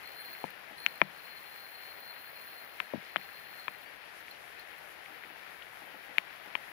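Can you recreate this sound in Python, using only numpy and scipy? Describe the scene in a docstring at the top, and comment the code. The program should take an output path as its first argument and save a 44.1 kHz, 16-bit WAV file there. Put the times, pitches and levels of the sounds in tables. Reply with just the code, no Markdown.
"""Lake shore in steady rain, heard at a wet camera: left port loud and dull, right port faint and thin.
Rain is octave bands of noise and random impulses, each flickering alone. Single hits slap and thump the
housing (swelling sines, noise spray, decaying modes). An angler plays a fish: the reel's drag clicks in
runs for about four seconds (noise bursts ringing the spool), with lone ticks, a few of them last.
The wet line squeaks faintly (gliding sines)."""
import sys
import numpy as np
from scipy import signal
from scipy.fft import rfft, irfft
from scipy.io import wavfile
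from scipy.ndimage import uniform_filter1d

SR = 44100
rng = np.random.default_rng(int(sys.argv[2]) if len(sys.argv) > 2 else 0)


def transcribe(u):
    """Save the signal u as a 16-bit wav file named by the first command-line argument.

    u: samples, shape (n,) or (channels, n), limited to [-1, 1]; the rate is SR.
    q: integer samples, one column per channel.
    """
    v = np.clip(np.atleast_2d(u).T, -1, 1)
    q = np.round(v * 32767).astype(np.int16)
    wavfile.write(sys.argv[1], SR, q)


N = 296352
T = np.arange(N) / SR  # s

# rain colour at each port: f/Hz, relative gain/dB
RAIN_LEFT_COLOUR = [(25, -23), (65, -14), (110, -16), (155, -9.5), (220, -13.5), (400, -6.5), (780, -1.5),
                    (1100, -5), (1800, 1.5), (2400, -2), (3300, -10), (5000, -21), (8000, -55),
                    (11500, -30.5), (15500, -25)]
RAIN_RIGHT_COLOUR = [(25, -23), (65, -1), (170, -2.5), (400, -1), (580, 4), (850, 1), (1400, -0.5),
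                     (1750, -3), (2300, -1), (4400, 1), (8100, -12.5), (11200, 1.5), (13500, -7),
                     (15500, -5.5)]
# strength of the shower: t/s, relative level/dB
SHOWER_STRENGTH = [(0, 1), (1.5, -0.24), (5, 0), (6.72, 1.16)]
RAIN_LEFT_DB, RAIN_RIGHT_DB = -46, -56

# nearest drops on leaves: t/s, relative peak/dB, f/Hz
LEAF_PATS = [(0.3508, -36, 2160), (4.282, -35, 2340), (5.0601, -36, 2290), (5.2367, -36, 2000),
             (5.247, -38, 2100), (5.623, -35.5, 2920)]
# soft drips on the mount, one pitch: t/s, relative peak/dB
MOUNT_DRIPS = [(.289, -57), (.707, -51), (2.488, -60), (5.104, -54), (5.248, -55), (5.301, -53),
               (5.816, -54.5), (5.94, -51), (6.091, -53.5), (6.457, -51.5)]
DRIP_HZ = 318

# hits on the housing, levels before filtering and port gains;
# the four rows from 2.936 s are one thump with its bounces:
# t/s, slap f/Hz, swell/cycles, slap level/dB, shell level/dB, body level/dB
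HOUSING_HITS = [(0.441, 563, 0.39, -13, -28.5, -23), (0.8635, 2440, 0.94, -0.5, -18.5, -38),
                (1.0156, 1976, 0.88, -1.5, -1.5, -13.5), (2.802, 2280, 0.85, -6, -15, -38),
                (2.936, 592, 0.61, -15, -33, -19.5), (2.942, 273, 0.83, -23, -54, -46),
                (2.9555, 210, 0.47, -26.5, -55, -41), (2.975, 181, 0.73, -32.5, -60, -45),
                (3.1603, 1650, 0.56, -5, -28, -23.5), (3.166, 3100, 1.9, -19, -22.5, -52),
                (3.6809, 1990, 0.78, -12.5, -12.5, -37.5), (6.1828, 2380, 1.03, -1, -28, -35.5),
                (6.5529, 2520, 1.25, -11, -12.5, -44)]
# short ring of the shell: f/Hz, t60/s, relative level/dB
SHELL_MODES = [(1010, .014, -4.5), (1310, .02, -17), (1830, .012, -6.5), (2430, .01, 0), (3300, .008, -10)]
# deeper modes of body and mount: f/Hz, t60/s, relative level/dB
BODY_MODES = [(152.4, .22, -21), (191, 0.16, -18.5), (250, 0.05, -16), (317, 0.053, -10.5),
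              (603, 0.015, 3.5), (850, 0.022, -0.5)]
# uneven treble of slaps, spray and shell: f/Hz, gain/dB
PORT_TREBLE = [(3300, -1), (4600, 1.5), (6000, -1), (8300, -17.5), (11000, -6)]
# spray falls off faster than the slap; slaps below HARD_HZ throw much less
SPRAY_DB, SPRAY_DB_PER_SLAP_DB, SPRAY_DB_PER_OCTAVE, HARD_HZ = -16.5, 2.4, 75, 2260

# wet line in the rod guides: t/s, length/s, start f/Hz, end f/Hz, left level/dB, right level/dB
LINE_SQUEAKS = [(0.18, 0.06, 10000, 10200, -88, -48.5), (.745, 0.1, 10000, 10400, -74, -52.5),
                (3.828, 0.084, 4450, 4700, -61, -69)]

# runs of the fish: t/s, length/s, speeding up/s, slowing down/s, top rate/(clicks/s), relative level/dB
FISH_RUNS = [(-.02, .49, .22, 0.11, 125, -53), (0.758, 0.28, .08, 0.18, 110, -53.5),
             (1.06, 1.85, .2, .37, 205, -57.5), (3.059, 0.76, .2, .24, 110, -58.5)]
CRAWL_CLICKS_PER_S = 29  # at the ends of a run
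# louder at speed, and as the line tightens through a run
DRAG_DB_PER_DOUBLING, TIGHTEN_DB_PER_S = 4, 3
# lone clicks of the drag: t/s, relative peak/dB
LONE_TICKS = [(0.5048, -48), (3.837, -50), (4.0153, -58), (4.2053, -51), (4.31, -45), (4.595, -45),
              (4.786, -49.5)]
# thin snap of the pawl: f/Hz, relative gain/dB
PAWL_COLOUR = [(3000, -42), (9000, -34), (9950, -20), (10170, -7), (10500, -13), (11300, -9), (12700, -20),
               (13550, -15), (13900, -4), (14300, -5), (15500, 0), (15900, -40)]
# close pair of spool modes: f/Hz, t60/s, relative level/dB
SPOOL_MODES = [(4217, 0.085, 2.5), (4360, 0.038, -2.5)]
SNAP_DB, SPOOL_DB, TICK_DB = 1.8, 1.3, 5.5  # relative to drag rms; TICK_DB is added to the tick table
SCATTER_DB, UNEVEN_DB = 1.5, 1.3  # rms scatter of snap size, of tooth rate
SNAP_S = .0011  # decay constant of snap power
# a tight line weakens the spool's ring; it also wavers as the spool turns
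TIGHT_DAMPING_DB_PER_S, WAVER_DB, WAVER_PER_S = 2.0, 2.0, 25

TOP_HZ = 15600


def undb(db):
    """Amplitude ratio of a level in dB."""
    return 10 ** (np.asarray(db) / 20)


def unit(x):
    """Scale to rms 1."""
    return x / np.sqrt(np.mean(x ** 2))


def curve(rows):
    """Join (t/s, value) rows by straight lines."""
    return np.interp(T, *np.transpose(rows))


def add(out, start_s, sound):
    """Mix a short sound in at start_s."""
    i = max(int(start_s * SR), 0)
    part = out[..., i:i + sound.shape[-1]]
    part += sound[..., :part.shape[-1]]


def bin_hz():
    """FFT bin frequencies, at least 1 Hz."""
    return np.maximum(np.arange(N // 2 + 1) * SR / N, 1)


def colour(x, points):
    """Filter by (f/Hz, gain/dB) points, joined on log frequency."""
    hz, db = np.transpose(points)
    gain_db = np.interp(np.log(bin_hz()), np.log(hz), db)
    return irfft(rfft(x) * undb(gain_db), N)


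def low_cut(x, hz):
    """High-pass: a small housing gives off little deep bass."""
    return signal.sosfilt(signal.butter(3, hz, "high", fs=SR, output="sos"), x)


def walk(rate_hz):
    """Random levels held 1 / rate_hz, smoothed twice over that time; rms 1."""
    hold = max(int(SR / rate_hz), 1)
    steps = np.repeat(rng.standard_normal(N // hold + 1), hold)
    smooth = uniform_filter1d(uniform_filter1d(steps, hold), hold)
    return unit(smooth[:N])


def ring(modes, size=12000):
    """Free decay of modes after a blow, neighbours opposite in polarity; peak 1."""
    t = T[:size]
    wave = np.zeros(size)
    for k, (hz, t60_s, db) in enumerate(modes):
        wave += (-1) ** k * undb(db - 60 * t / t60_s) * np.sin(2 * np.pi * hz * t)
    return wave / abs(wave).max()


def slap(hz, cycles, size=1500):
    """Slap of a hit: a sine whose envelope swells to 1 over the given cycles, then decays."""
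    age = T[:size] * hz / cycles
    envelope = age ** 2 * np.exp(2 * (1 - age))
    return envelope * np.sin(2 * np.pi * cycles * (age - 1))


def scatter_tail(x, db, t60_s):
    """Scattered reflections after a hit: a short, ragged noise tail from 1 ms on."""
    t = T[:SR // 5]
    tail = rng.standard_normal(len(t)) * undb(-60 * t / t60_s) * (t > .001)
    return x + undb(db) * signal.fftconvolve(x, tail / np.linalg.norm(tail))[:N]


def patter(spread_db, count=20000):
    """Drops as impulses at random times and signs, a few near and most far; rms 1."""
    when, far, sign = rng.random((count, 3)).T
    size = undb(spread_db * np.minimum(-np.log(1 - far), 6))
    return unit(np.bincount((when * N).astype(int), size * np.sign(sign - .5), N))


def rain(spectrum, db, near_db, flicker_db):
    """Hiss from the lake and patter from the leaves; each octave has its own drops and flickers alone."""
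    out = 0
    octaves = np.log2(bin_hz() / 31.25)
    for k in range(10):
        drops = rng.standard_normal(N) + undb(near_db) * patter(spread_db=3.0)
        band = np.cos(np.pi / 2 * np.clip(octaves - k, -1, 1))
        out = out + irfft(rfft(drops) * band, N) * undb(flicker_db * walk(22.04))
    return unit(colour(out, spectrum)) * undb(db + curve(SHOWER_STRENGTH))


def near_drops(pat_db=5.5, drip_db=0, drip_body_db=-1, right_db=-14):
    """Light pats on leaves, and soft drips that stir the body modes of the camera."""
    pats, drips = np.zeros(N), np.zeros(N)
    for s, db, hz in LEAF_PATS:
        add(pats, s, undb(db + pat_db) * slap(hz, cycles=1.17))
    for s, db in MOUNT_DRIPS:
        add(drips, s, undb(db + drip_db) * slap(DRIP_HZ, cycles=1.0))
        add(drips, s, undb(db + drip_body_db) * ring(BODY_MODES))
    out = pats + scatter_tail(drips, db=11.5, t60_s=0.12)
    return low_cut(np.array([out, undb(right_db) * out]), hz=100)


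def housing(right_slap_db=-42, right_thump_db=-19, spray_s=0.0007):
    """Hits by the left port: slap with fine spray, short shell ring, longer body thump."""
    sharp, dull = np.zeros(N), np.zeros(N)
    t = T[:N // 200]
    for s, hz, cycles, slap_db, shell_db, body_db in HOUSING_HITS:
        octaves_below = min(np.log2(hz / HARD_HZ), 0)
        spray_db = SPRAY_DB + SPRAY_DB_PER_SLAP_DB * slap_db + SPRAY_DB_PER_OCTAVE * octaves_below
        spray = rng.standard_normal(len(t)) * np.exp(-t / spray_s)
        add(sharp, s, undb(slap_db) * slap(hz, cycles))
        add(sharp, s, undb(spray_db) * spray)
        add(sharp, s, undb(shell_db) * ring(SHELL_MODES))
        add(dull, s, undb(body_db) * ring(BODY_MODES))
    sharp = scatter_tail(colour(sharp, PORT_TREBLE), db=-21, t60_s=0.038)
    dull = scatter_tail(dull, db=-14.5, t60_s=0.043)
    left = sharp + dull
    right = undb(right_slap_db) * sharp + undb(right_thump_db) * dull
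    return low_cut(np.array([left, right]), hz=97.5)


def fishing_line():
    """Wet line in the guides: faint gliding sines that swell and fade."""
    out = np.zeros((2, N))
    for s, length_s, start_hz, end_hz, left_db, right_db in LINE_SQUEAKS:
        hz = np.linspace(start_hz, end_hz, int(length_s * SR))
        tone = np.hanning(len(hz)) * np.sin(2 * np.pi * np.cumsum(hz) / SR)
        add(out, s, undb([[left_db], [right_db]]) * tone)
    return out


def spool_motion():
    """Each run speeds up from a crawl, holds and slows; gives clicks/s, drag amplitude, time into run/s."""
    rate, drag, run_age = np.full(N, float(CRAWL_CLICKS_PER_S)), np.zeros(N), np.zeros(N)
    for start_s, length_s, rise_s, fall_s, top_rate, db in FISH_RUNS:
        age = T - start_s
        running = (age >= 0) & (age < length_s)
        pull = np.clip(np.minimum(age / rise_s, (length_s - age) / fall_s), 0, 1)
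        run_rate = CRAWL_CLICKS_PER_S * (top_rate / CRAWL_CLICKS_PER_S) ** pull
        rate = np.where(running, run_rate, rate)
        speed_db = DRAG_DB_PER_DOUBLING * np.log2(rate / top_rate)
        drag = drag + running * undb(db + speed_db + TIGHTEN_DB_PER_S * age)
        run_age = run_age + running * age
    return rate, drag, run_age


def reel(scrape_db=-6, snap_left_db=-14, spool_right_db=-6.0, spool_right_radians=2.13, flutter_db=2):
    """A pawl snaps over the teeth of the turning spool and scrapes between them; snaps ring the spool."""
    rate, drag, run_age = spool_motion()
    tooth_rate = rate * undb(UNEVEN_DB * walk(150))
    teeth = np.diff(np.floor(np.cumsum(tooth_rate) / SR), prepend=0)
    # sqrt(SR / rate) offsets the closer spacing of snaps at speed
    snaps = drag * teeth * np.sqrt(SR / rate) * undb(SCATTER_DB * rng.standard_normal(N))
    keep = np.exp(-1 / (SNAP_S * SR))
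    for s, db in LONE_TICKS:
        snaps[int(s * SR)] += undb(db + TICK_DB) / np.sqrt(2 * (1 - keep))

    # each snap is a decaying burst of noise
    snap_power = signal.lfilter([1 - keep], [1, -keep], snaps ** 2)
    power = snap_power + (undb(scrape_db) * drag) ** 2
    chatter = colour(np.sqrt(power) * rng.standard_normal((2, N)), PAWL_COLOUR)
    pawl = unit(chatter) * undb(SNAP_DB + np.array([[snap_left_db], [0]]))

    # the ring flutters as the spool turns, and reaches the ports out of phase
    kicks = snaps * undb(WAVER_DB * walk(WAVER_PER_S) - TIGHT_DAMPING_DB_PER_S * run_age)
    ringing = signal.fftconvolve(kicks, ring(SPOOL_MODES))[:N]
    tone = signal.hilbert(unit(ringing * undb(flutter_db * walk(45.6))))
    right_tone = tone * undb(spool_right_db) * np.exp(-1j * spool_right_radians)
    spool = undb(SPOOL_DB) * np.real([tone, right_tone])
    return np.sqrt(np.mean(drag ** 2)) * (pawl + spool)


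def scene():
    """Sum of rain at both ports, near drops, housing hits, line and reel."""
    left = rain(RAIN_LEFT_COLOUR, RAIN_LEFT_DB, near_db=0.5, flicker_db=0.64)
    right = rain(RAIN_RIGHT_COLOUR, RAIN_RIGHT_DB, near_db=-1.0, flicker_db=2.0)
    return np.array([left, right]) + near_drops() + housing() + fishing_line() + reel()


def record(dry):
    """Steep elliptic low-pass at TOP_HZ: the recorder cuts the top."""
    return signal.sosfilt(signal.ellip(10, .2, 70, TOP_HZ, fs=SR, output="sos"), dry)


dry = scene()
out = record(dry)
transcribe(out)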